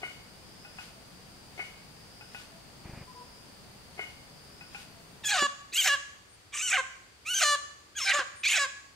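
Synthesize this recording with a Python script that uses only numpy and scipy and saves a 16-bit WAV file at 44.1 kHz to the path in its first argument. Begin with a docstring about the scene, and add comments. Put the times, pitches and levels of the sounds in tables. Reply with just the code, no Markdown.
"""A hen held by the wings squawks six times close to the microphones in a garden.
Each squawk starts as a strained shriek, breaks into a rasp and drops to a clear caw: partials of a
syrinx through a changing throat. The trees answer with a diffuse tail, and close bumps ring briefly.
Before that the yard is quiet: far knocks and clinks of ringing modes, a whirr of wings made of air pulses,
wavering sine hoots, and a blurred insect chorus over coloured noise; the chorus is fainter in the garden."""
import sys
import numpy as np
from scipy import signal
from scipy.fft import rfft, irfft, next_fast_len
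from scipy.io import wavfile
from scipy.ndimage import uniform_filter1d, map_coordinates

SR = 44100
rng = np.random.default_rng(int(sys.argv[2]) if len(sys.argv) > 2 else 0)


def store_wav(level_fs):
    """Save 16-bit WAV to argv[1]."""
    pcm = np.round(np.clip(np.atleast_2d(level_fs), -1, 1) * 32767)
    wavfile.write(sys.argv[1], SR, pcm.T.astype(np.int16))


N = 394694  # samples
TOP_HZ = 15750  # band limit
SIDES = np.array([[.5], [-.5]])  # left, right: splits a difference evenly over the pair


def amp(db):
    """Decibels to gain."""
    return 10 ** (np.asarray(db) / 20)


def unit(x):
    """Scaled to rms 1."""
    return x / np.sqrt(np.mean(x ** 2) + 1e-20)


def along(points, hz):
    """(Hz, value) points read on a log axis."""
    f, v = np.transpose(points)
    return np.interp(np.log(hz + 1), np.log(f + 1), v)


def curves(rows, t):
    """Each column after the time, read at the times t."""
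    s, *cols = np.transpose(rows)
    return [np.interp(t, s, c) for c in cols]


def step(t, s, width_s):
    """A smooth change from 0 to 1 around time s."""
    return .5 + .5 * np.tanh((t - s) / width_s)


def wobble(rate, size):
    """A smooth random curve, rate knots a second."""
    knots = rng.standard_normal(int(size * rate / SR) + 4)
    return map_coordinates(knots, [np.arange(size) * rate / SR])


def filtered(x, response):
    """x times a response of frequency."""
    n = x.shape[-1]
    m = next_fast_len(n + SR // 10)
    return irfft(rfft(x, m) * response(np.fft.rfftfreq(m, 1 / SR)), m)[..., :n]


def resonate(x, spectrum, size=2048):
    """x through a causal filter with this spectrum, built from its folded cepstrum."""
    cepstrum = irfft(np.log(amp(along(spectrum, np.fft.rfftfreq(size, 1 / SR)))))
    fold = np.r_[1, np.full(size // 2 - 1, 2), np.zeros(size // 2)]
    return signal.fftconvolve(x, irfft(np.exp(rfft(cepstrum * fold))))[:len(x)]


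def steady(x, size=600):
    """x with its short-term rms held at 1."""
    power = uniform_filter1d(uniform_filter1d(x * x, size), size // 2)
    return x / np.sqrt(np.abs(power) + 1e-12)


def add(track, s, sound):
    """Mix a sound into the track at time s."""
    part = track[max(round(s * SR), 0):][:len(sound)]
    part += sound[:len(part)]


# Every squawk is a shriek, a rasp and a caw in one breath: row k of these tables belongs to squawk k.
# Depth is the weight of the two lowest partials.
# The strained opening. Each row: start in seconds, attack in seconds, level in dB, swell in dB,
# roughness 0-1, strain lost before the break 0-1, treble in dB, depth in dB.
SHRIEK_ROWS = [(5.233, 0.027, -29, 4, 0.78, 0.28, 3, -0.5), (5.723, 0.027, -31.5, -1, 0.63, .15, 10, -14.5),
               (6.521, 0.024, -31.5, 7.5, 0.72, 0, 4, -2.5), (7.248, 0.027, -33.5, 11, 0.49, 0, 7, 4.5),
               (7.947, 0.04, -35.5, 0.5, .58, 0.16, 4, 5.5),
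               (8.431, 0.0068, -27.5, 5.5, 0.7, 0.02, 0.5, -24)]
# Each shriek locks into a clear tone for a moment.
# Each row: middle in seconds, half length in seconds, gain in dB.
LOCK_ROWS = [(5.268, .022, -1.5), (5.794, 0.025, 9.5), (6.651, 0.039, -0.5), (7.312, 0.048, 3),
             (7.967, 0.014, 1.5), (8.469, 0.013, 4)]
# The broken middle. Each row: start in seconds, time the break takes in seconds, level in dB,
# roughness 0-1, strain 0-1, treble in dB, depth in dB.
RASP_ROWS = [(5.318, 0.0044, -27, 0.54, 0.18, 2, 0.5), (5.853, 0.023, -21.5, 0.69, 0.3, 6.5, -2),
             (6.722, 0.0084, -23.5, 0.58, 0.67, -4, -4.5), (7.414, 0.0046, -22.5, 0.5, 0.31, 10.5, 2.5),
             (8.067, 0.01, -24, 0.61, 0.57, -4, -8), (8.535, 0.018, -25, 0.54, 0.64, -0.5, -6)]
# The clear end. Each row: start, end and release in seconds, level in dB, roughness 0-1,
# treble in dB, depth in dB, mouth resonance in Hz.
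CAW_ROWS = [(5.406, 5.472, 0.0074, -25.5, 0.03, 5, -2.5, 2800),
            (5.889, 5.965, 0.024, -24.5, 0.08, 0, -9, 2870),
            (6.775, 6.816, 0.016, -26.5, 0.15, 1, -3.5, 2270),
            (7.446, 7.563, .014, -25, 0.06, 9.5, -2.5, 3100),
            (8.13, 8.236, 0.0342, -27.5, 0.43, 1, -0.5, 2480),
            (8.589, 8.669, 0.028, -27, 0.13, 7, -5, 2270)]
# Pitch contour of each squawk. Each point: time in seconds, pitch in Hz.
PITCH_CONTOURS = [
    [(5.235, 953), (5.25, 823.6), (5.27, 853.6), (5.30, 803), (5.325, 866), (5.35, 728), (5.366, 739),
     (5.38, 632), (5.41, 574.6)],
    [(5.72, 559), (5.745, 667), (5.77, 718.4), (5.79, 819), (5.825, 710), (5.86, 796.4), (5.88, 625),
     (5.90, 555), (5.93, 574.3)],
    [(6.53, 580), (6.61, 621.6), (6.628, 752.3), (6.67, 738.4), (6.70, 692.6), (6.716, 576), (6.733, 802),
     (6.77, 689.7), (6.781, 533)],
    [(7.25, 570.7), (7.313, 754), (7.335, 712.5), (7.353, 799.4), (7.398, 760), (7.412, 600), (7.42, 793),
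     (7.432, 638), (7.447, 592)],
    [(7.95, 777), (7.972, 853.5), (8.02, 533.5), (8.045, 533.7), (8.054, 782), (8.11, 790.4), (8.13, 572),
     (8.17, 589), (8.20, 537.6)],
    [(8.435, 632.6), (8.46, 544.5), (8.473, 615.5), (8.495, 725.7), (8.523, 721), (8.542, 865.5),
     (8.57, 738), (8.59, 575.5), (8.625, 557.6)],
]
# The treble beams from the beak, so it differs as the head turns.
# Each row: dB around 4 kHz, dB above 10 kHz.
HEAD_TURNS = [(2, 3.5), (0, 6.5), (-8, -8.5), (2.5, 3), (1.5, -0.5), (-0.5, -1)]
# The hen across the microphone pair. Each row: frequency in Hz, left over right in dB.
HEN_LEFT_OVER_RIGHT = [(60, -1), (110, 1.0), (200, -11), (380, 4), (700, 1.5), (1290, 0), (2380, -3),
                       (4400, 1), (8120, 0.5), (15000, 4.5)]


def hen(lead_s=.000015):
    """All squawks, beamed by the beak, reach the pair from nearly straight ahead."""
    track = whistles()
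    rows = zip(HEAD_TURNS, SHRIEK_ROWS, LOCK_ROWS, RASP_ROWS, CAW_ROWS, PITCH_CONTOURS)
    for (presence_db, sizzle_db), shriek, *rest in rows:
        def beam(hz):
            presence = presence_db * np.exp(-((hz - 4300) / 1100) ** 2)
            sizzle = sizzle_db / (1 + (10500 / (hz + 1)) ** 12)
            return amp(presence + sizzle)

        voice = squawk(*gesture(shriek, *rest))
        add(track, shriek[0], filtered(voice, beam))

    def to_pair(hz):
        return amp(SIDES * along(HEN_LEFT_OVER_RIGHT, hz)) * np.exp(2j * np.pi * hz * SIDES * lead_s)

    return filtered(track, to_pair)


SHRIEK_STRAIN = 0.97  # 0-1
SETTLE_S = 0.0058  # how fast the rasp settles into the caw
DIP_DB = 2.5  # the voice weakens as it drops into the caw
LOCK_CLEARS = 0.73  # share of the roughness that a full lock removes
LOCK_DULLS = 1.55  # dB of treble lost per dB that the locked tone gains
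SAG_HZ_PER_S, DROOP_HZ = 138, 55  # the held caw sinks slowly, then droops with the last air
CLOSE_S, CLOSE_DB, DEEPEN_DB = 0.037, 8.5, 12  # the closing beak muffles and deepens the end
OPEN_S, OPEN_DB = 0.011, 21  # the opening beak lets the treble out late


def gesture(shriek, lock, rasp, caw, contour):
    """The controls of one squawk as breath, strain and beak pass through its three registers."""
    (start, attack_s, shriek_db, swell_db, shriek_rough, loosening,
     shriek_treble_db, shriek_depth_db) = shriek
    lock_at, lock_s, lock_db = lock
    rasp_at, break_s, rasp_db, rasp_rough, rasp_strain, rasp_treble_db, rasp_depth_db = rasp
    caw_at, end, release_s, caw_db, caw_rough, caw_treble_db, caw_depth_db, mouth_hz = caw
    t = np.arange(start, end, 1 / SR)
    broken, settled = step(t, rasp_at, break_s), step(t, caw_at, SETTLE_S)

    def blend(a, b, c):
        return a + (b - a) * broken + (c - b) * settled

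    progress = np.minimum((t - start) / (rasp_at - start), 1)
    locked = np.exp(-((t - lock_at) / lock_s) ** 2)
    attack = np.clip((t - start) / attack_s, 0, 1)
    release = np.clip((end - t) / release_s, 0, 1)
    opening, closing = np.exp((start - t) / OPEN_S), np.exp((t - end) / CLOSE_S)

    swelling_db = shriek_db + swell_db * (progress - .5) + lock_db * locked
    db = blend(swelling_db, rasp_db, caw_db) - DIP_DB * np.sin(np.pi * settled)
    sag = SAG_HZ_PER_S * np.maximum(t - contour[-1][0], 0)
    pitch = curves(contour, t)[0] - sag - DROOP_HZ * (1 - release)
    rough = blend(shriek_rough * (1 - LOCK_CLEARS * locked), rasp_rough, caw_rough)
    strain = blend(SHRIEK_STRAIN - loosening * progress ** 2 * (1 - locked), rasp_strain, 0)
    treble_db = blend(shriek_treble_db - LOCK_DULLS * lock_db * locked, rasp_treble_db, caw_treble_db)
    treble_db = treble_db - OPEN_DB * opening - CLOSE_DB * closing
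    depth_db = blend(shriek_depth_db, rasp_depth_db, caw_depth_db) + DEEPEN_DB * closing
    return pitch, amp(db) * attack * release, rough, strain, treble_db, depth_db, mouth_hz


# The throat strained, half open and relaxed. Each row: frequency in Hz, level in dB.
STRAINED_THROAT = [(450, -32), (800, -18), (1100, -9), (1500, -9), (1900, -4), (2400, 2.5), (3100, -2.5),
                   (3600, -3), (4800, -14.5), (6400, -4), (8000, -9.5), (10000, -19), (14000, -27),
                   (16000, -37)]
HALF_OPEN_THROAT = [(400, -30), (750, 0), (1050, -16.5), (1550, 5.5), (1900, 6.5), (2300, 2.5),
                    (3100, -4.5), (4700, -11), (7000, -10.5), (10000, -26), (15000, -43)]
RELAXED_THROAT = [(300, -24), (560, -13.5), (750, -1.5), (900, -17), (1130, 1), (1700, 3), (2250, -16),
                  (2850, -9), (3450, -11), (4000, -11), (4700, -14.5), (5800, -19), (6900, -12.5),
                  (9000, -22.5), (10500, -36), (15000, -46)]
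MOUTH_DB, MOUTH_WIDTH_HZ = 5.5, 260  # strength with no strain and width of the mouth resonance


def squawk(pitch, gain, rough, strain, treble_db, depth_db, mouth_hz, whistle_db=6, sputter_db=1.47):
    """The syrinx sounds through a throat that opens as the strain lets go."""
    rough, strain = np.clip(rough, 0, 1), np.clip(strain, 0, 1)
    source = syrinx(pitch, rough, strain, depth_db, whistle_db)
    voice = np.zeros(len(pitch))
    for shape, at in [(RELAXED_THROAT, 0), (HALF_OPEN_THROAT, .5), (STRAINED_THROAT, 1)]:
        share = np.maximum(1 - 2 * abs(strain - at), 0)
        voice += share * steady(resonate(source, shape))
    mouth = filtered(voice, lambda hz: np.exp(-((hz - mouth_hz) / MOUTH_WIDTH_HZ) ** 2))
    voice = voice + (amp(MOUTH_DB * (1 - strain)) - 1) * mouth
    treble = filtered(voice, lambda hz: 1 / (1 + (4500 / (hz + 1)) ** 8))
    voice = steady(voice + (amp(treble_db) - 1) * treble)
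    sputter = amp(sputter_db * np.sqrt(rough) * wobble(293, len(pitch)))
    return voice * sputter * gain


def syrinx(pitch, rough, strain, depth_db, whistle_db, count=32):
    """Partials of the vibrating membranes, torn apart as the vibration turns chaotic."""
    n = len(pitch)
    jitter = .0012 * wobble(90, n) + rough * (.02 * wobble(130, n) + .012 * wobble(900, n))
    phase = 2 * np.pi * np.cumsum(pitch * (1 + jitter)) / SR
    tone = np.zeros(n)
    for k in range(1, count + 1):
        # each partial slips and flickers on its own, the high ones most
        looseness = .32 * rough ** 1.3 * k ** 1.5 + .2 * strain * max(k - 4, 0)
        slip = np.minimum(looseness, 3) * wobble(380, n)
        flicker = amp(7 * rough * wobble(110, n) + min(k / 4, 3) * wobble(9, n))
        # strain flips the voice an octave up: odd partials fade and one whistle stands out
        gain = 1 - strain ** 4 * (1 - rough ** 2) if k % 2 else 1
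        gain = gain * amp(whistle_db * strain * (1 - rough) * (k == 4) + depth_db * (k <= 2))
        tone += gain * flicker * np.cos(k * phase + slip) * (k * pitch < TOP_HZ)
    # strong and weak cycles alternate in rough stretches
    alternation = .7 * rough * (1 - strain ** 4) * wobble(80, n) * np.cos(phase / 2)
    tone = steady(tone * (1 + alternation))
    breath = unit(rng.standard_normal(n) * (2 + np.cos(phase)))
    breath_share = .001 + .4 * rough ** 3 + .08 * strain * rough
    return np.sqrt(1 - breath_share) * tone + np.sqrt(breath_share) * breath


# Thin high whistles over parts of the squawks.
# Each row: start in seconds, length in seconds, first pitch in Hz, last pitch in Hz, level in dB.
WHISTLE_GLIDES = [(5.25, 0.0375, 7050, 6800, -34), (5.718, 0.023, 3600, 5440, -47),
                  (7.334, 0.064, 6270, 5940, -35), (7.962, 0.0364, 7000, 6100, -40.5),
                  (7.995, 0.089, 5400, 5200, -37), (8.439, 0.05, 3750, 4960, -36)]


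def whistles(waver_hz=130):
    """Thin, wavering high whistles that glide over parts of the squawks."""
    track = np.zeros(N)
    for s, length, first_hz, last_hz, db in WHISTLE_GLIDES:
        n = int(length * SR)
        pitch = np.linspace(first_hz, last_hz, n) + waver_hz * wobble(250, n)
        tone = np.sin(2 * np.pi * np.cumsum(pitch) / SR)
        flutter = amp(2.8 * wobble(250, n))
        add(track, s, amp(db) * unit(tone * flutter * signal.windows.tukey(n, .5)))
    return track


def nearby(x, span_s=0.0099):
    """Wings, body and other close surfaces scatter the treble within a few milliseconds."""
    t = np.arange(SR // 20) / SR
    burst = rng.standard_normal((2, len(t))) * np.exp(-t / span_s)
    echo = signal.fftconvolve(x, burst / np.linalg.norm(burst[0]), axes=1)[:, :N]
    return filtered(echo, lambda hz: hz / (hz + 3000))


# How long the trees ring on. Each row: frequency in Hz, t60 in seconds.
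TREE_DECAY = [(200, 0.51), (1200, 0.72), (3000, 0.61), (7000, 0.73), (14000, 0.26)]


def trees(x, delay_s=.012):
    """Trunks and leaves scatter a diffuse tail to each side."""
    hz, t, z = signal.stft(rng.standard_normal((2, SR)), SR, nperseg=256)
    decay = amp(-60 * t / along(TREE_DECAY, hz)[:, None])
    tail = signal.istft(z * decay, SR, nperseg=256)[1]
    tail = np.pad(tail / np.linalg.norm(tail[0]), ((0, 0), (int(delay_s * SR), 0)))
    return signal.fftconvolve(np.atleast_2d(x), tail, axes=1)[:, :N]


def strikes(events, modes, attack_s, scuff_db, scuff_t60, blur):
    """Each blow rings the modes over a short scuff of noise."""
    track, t = np.zeros(N), np.arange(SR // 2) / SR
    scuff_colour = [(150, -32), (500, 1.0), (2200, 8), (4000, -21), (12000, -51)]  # (Hz, dB)
    for s, db in events:
        ring = np.zeros(len(t))
        for hz, level, t60 in modes:
            decay = amp(level + rng.normal(0, 1) - 60 * t / t60)
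            ring += decay * np.sin(2 * np.pi * hz * t + blur * wobble(127, len(t)))
        scuff = unit(resonate(rng.standard_normal(len(t)), scuff_colour))
        scuff = scuff * amp(scuff_db - 60 * t / scuff_t60)
        add(track, s, amp(db) * (ring + scuff) * (1 - np.exp(-t / attack_s)))
    return track


# Bumps close to the microphones. Each row: start in seconds, level in dB.
BUMP_TIMES = [(5.423, -28), (5.725, -51), (8.11, -58), (8.19, -42)]
# What a bump rings with. Each row: frequency in Hz, level in dB, t60 in seconds.
BUMP_RING = [(257, -13.5, 0.2), (374, 5, 0.039), (534, -2, 0.034)]


def bumps():
    """Close, dull blows ring a few low modes."""
    return strikes(BUMP_TIMES, BUMP_RING, attack_s=0.001, scuff_db=0, scuff_t60=0.044, blur=1.0)


# A far knock followed by two clinks is heard three times.
# Each row: time of the knock in seconds, level in dB.
KNOCK_TIMES = [(0.03, -38.5), (1.591, -38.5), (3.991, -38)]


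def repeats(pattern):
    """The pattern of blows around each of the knock times: (s, level dB)."""
    return [(s + after, knock_db + db) for s, knock_db in KNOCK_TIMES for after, db in pattern]


# Touch, blow and rebound. Each row: seconds after the knock, dB against its listed level.
KNOCK_BLOWS = [(-.014, -9), (0, 2.5), (.035, -9.5)]
# What the far knock rings with. Each row: frequency in Hz, level in dB, t60 in seconds.
KNOCK_RING = [(398, 5.5, 0.03), (734, 11, 0.024), (1260, -9, 0.087), (1474, -5, 0.2), (2157, 2.5, 0.25),
              (2190, 0.5, 0.15), (2244, -3.5, 0.22), (1940, -5, 0.14), (2505, -6, 0.18), (2940, -7, 0.35)]


def knocks():
    """A touch, a blow and a rebound set the same modes ringing."""
    return strikes(repeats(KNOCK_BLOWS), KNOCK_RING,
                   attack_s=0.0031, scuff_db=-4, scuff_t60=0.1, blur=0.87)


# The two clinks. Each row: seconds after the knock, dB against its listed level.
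CLINK_BLOWS = [(.618, -10.5), (.755, -3.5)]
# What a far clink rings with. Each row: frequency in Hz, level in dB, t60 in seconds.
CLINK_RING = [(813, -4, 0.14), (1474, -1.5, 0.21), (2537, 4.5, 0.11), (2850, -9, 0.36)]


def clinks():
    """Two sharper blows ring a few modes of their own."""
    return strikes(repeats(CLINK_BLOWS), CLINK_RING,
                   attack_s=0.00069, scuff_db=1.0, scuff_t60=0.037, blur=1.0)


# A dry rustle trails the knock and the second clink.
# Each row: middle in seconds after the knock, length in seconds, dB against the knock's listed level.
RUSTLE_SWELLS = [(0.053, 0.14, -15.5), (0.804, 0.1, -12.5)]
# Colour of the rustle. Each row: frequency in Hz, level in dB.
RUSTLE_SPECTRUM = [(300, -17), (1000, 4.5), (3000, 8), (6000, 3), (11000, -3), (16000, -16)]


def rustles():
    """Brief swells of crisp, grainy noise."""
    t = np.arange(N) / SR
    swell = np.zeros(N)
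    for s, knock_db in KNOCK_TIMES:
        for after, length, db in RUSTLE_SWELLS:
            swell += amp(knock_db + db) * np.exp(-2 * ((t - s - after) / length) ** 2)
    grains = rng.standard_normal((2, N)) * amp(1.7 * wobble(400, N))
    return swell * unit(filtered(grains, lambda hz: amp(along(RUSTLE_SPECTRUM, hz))))


# Colour of the feathers' swish. Each row: frequency in Hz, level in dB.
FEATHER_SPECTRUM = [(60, 9), (200, 4), (700, 0.5), (1300, -7), (2400, -2.5), (3500, -22), (12000, -37.5)]
WHIRR_S, WINGBEAT_S, WINGBEAT_DB = 2.856, .0395, -36  # first beat, time between beats, gain


def wings(push_s=0.0019, swish_s=0.02, swish_db=-13, count=5):
    """Each wingbeat pushes and pulls the air once while the feathers swish."""
    t = np.arange(N) / SR
    feathers = unit(filtered(rng.standard_normal(N), lambda hz: amp(along(FEATHER_SPECTRUM, hz))))
    track = np.zeros(N)
    for s in WHIRR_S + WINGBEAT_S * np.arange(count):
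        u = (t - s) / push_s - 1
        push = -2 * u * np.exp(-u * u)
        swish = amp(swish_db) * feathers * np.exp(-((t - s - .008) / swish_s) ** 2)
        track += amp(WINGBEAT_DB) * (push + swish)
    return track


# Distant hoots and thin insect notes.
# Each row: start in seconds, length in seconds, pitch in Hz, level in dB.
FAR_NOTES = [(0.946, 0.11, 668, -64.5), (2.5, .12, 668, -63.5), (3.067, 0.059, 1006, -55),
             (3.137, 0.11, 990, -52.5), (3.13, 0.14, 474, -61), (4.893, 0.14, 668, -66),
             (6.27, .11, 8640, -65), (8.349, 0.085, 8640, -54)]


def notes():
    """Nearly pure, slightly wavering far calls."""
    track = np.zeros(N)
    for s, length, hz, db in FAR_NOTES:
        n = int(length * SR)
        phase = 2 * np.pi * np.cumsum(hz + 8 * wobble(68.0, n)) / SR
        waver = amp(2.2 * wobble(50, n))
        add(track, s, amp(db) * waver * unit(np.sin(phase) * signal.windows.tukey(n, .5)))
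    return track


# The insect chorus swells slowly and drops back fast. Each row: crest in seconds, effort 0-1.
CHORUS_SWELLS = [(.75, 1), (1.4, 0.3), (2.3, 0.85), (3.35, .8), (4.7, 0.85)]
SWELL_S, RELAX_S = .4, .15
CHORUS_HZ, EFFORT_HZ = 4660, 330  # pitch at rest, rise at full effort
CHORUS_DB, EFFORT_DB = -62.5, 4  # gain at rest, rise at full effort
GARDEN_S, SHELTER_DB = 5.1, 7  # the chorus is fainter in the garden


def insects(width_hz=650, upper_db=-12):
    """A chorus of many insects blurs into a drifting band with a weaker one above it."""
    t = np.arange(N) / SR
    effort = np.zeros(N)
    for s, size in CHORUS_SWELLS:
        effort += size * np.exp(-((t - s) / np.where(t < s, SWELL_S, RELAX_S)) ** 2)
    phase = 2 * np.pi * np.cumsum(CHORUS_HZ + EFFORT_HZ * effort) / SR
    db = CHORUS_DB + EFFORT_DB * effort - SHELTER_DB * step(t, GARDEN_S, RELAX_S)

    def band(p, width):
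        return unit(wobble(width, N) * np.cos(p) + wobble(width, N) * np.sin(p))

    pair = []
    for side in range(2):
        main = band(phase, width_hz) + .5 * band(phase, 2 * width_hz)
        pair.append(main + amp(upper_db) * band(1.85 * phase, 2 * width_hz))
    return amp(db) * np.array(pair)


# Level of the air in each place. Each row: time in seconds, yard in dB, garden in dB.
AIR_LEVELS = [(0, -52, -102), (5.2, -52.5, -70), (5.7, -65, -58), (8.95, -78, -58.5)]
# Colour of the air in the yard, then in the garden. Each row: frequency in Hz, level in dB.
YARD_SPECTRUM = [(25, -13), (53, -4.5), (110, -3.5), (170, -2), (300, -9), (780, -11.5), (1300, -14.5),
                 (3500, -18.5), (6000, -21.5), (7800, -24), (9000, -21), (11000, -28.5), (15500, -31)]
GARDEN_SPECTRUM = [(25, -24), (60, 1), (100, 1.5), (170, -8.5), (350, -6.5), (700, -11), (2000, -10.5),
                   (5000, -15.5), (9000, -19.5), (15500, -33)]


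def air():
    """The hum of the open yard, as coloured noise, gives way to the stiller garden."""
    yard_db, garden_db = curves(AIR_LEVELS, np.arange(N) / SR)
    drift = amp(0.057 * wobble(6, N))
    return drift * (amp(yard_db) * murmur(YARD_SPECTRUM) + amp(garden_db) * murmur(GARDEN_SPECTRUM))


# How alike the air is at the two microphones. Each row: frequency in Hz, left-right likeness 0-1.
AIR_LIKENESS = [(60, 0.84), (130, 0.75), (300, 0.4), (640, 0.34), (1400, 0.011)]


def murmur(colour):
    """Stereo noise, alike on both sides only in the bass."""
    def mid_side(hz):
        turn = np.arccos(np.clip(along(AIR_LIKENESS, hz), -1, 1)) / 2
        return amp(along(colour, hz)) * np.array([np.cos(turn), np.sin(turn)])

    mid, side = filtered(rng.standard_normal((2, N)), mid_side)
    return unit(np.array([mid + side, mid - side]))


def scene(far_left_db=4, far_lead_s=0.000163):
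    """The hen close by; the earlier yard sounds lean left."""
    bird = hen()
    far = knocks() + clinks() + notes()

    def to_left(hz):
        return amp(far_left_db * SIDES) * np.exp(2j * np.pi * hz * SIDES * far_lead_s)

    background = filtered(far, to_left) + amp(-9.5) * trees(far)
    background = background + wings() + rustles() + insects() + air()
    close = bird + amp(-7) * nearby(bird) + bumps()
    return close + amp(-12.5) * trees(bird) + background * amp(1.47 * SIDES)  # a further lean left


def record(dry):
    """Nothing is kept above the band limit."""
    return filtered(dry, lambda hz: hz < TOP_HZ)


dry = scene()
out = record(dry)
store_wav(out)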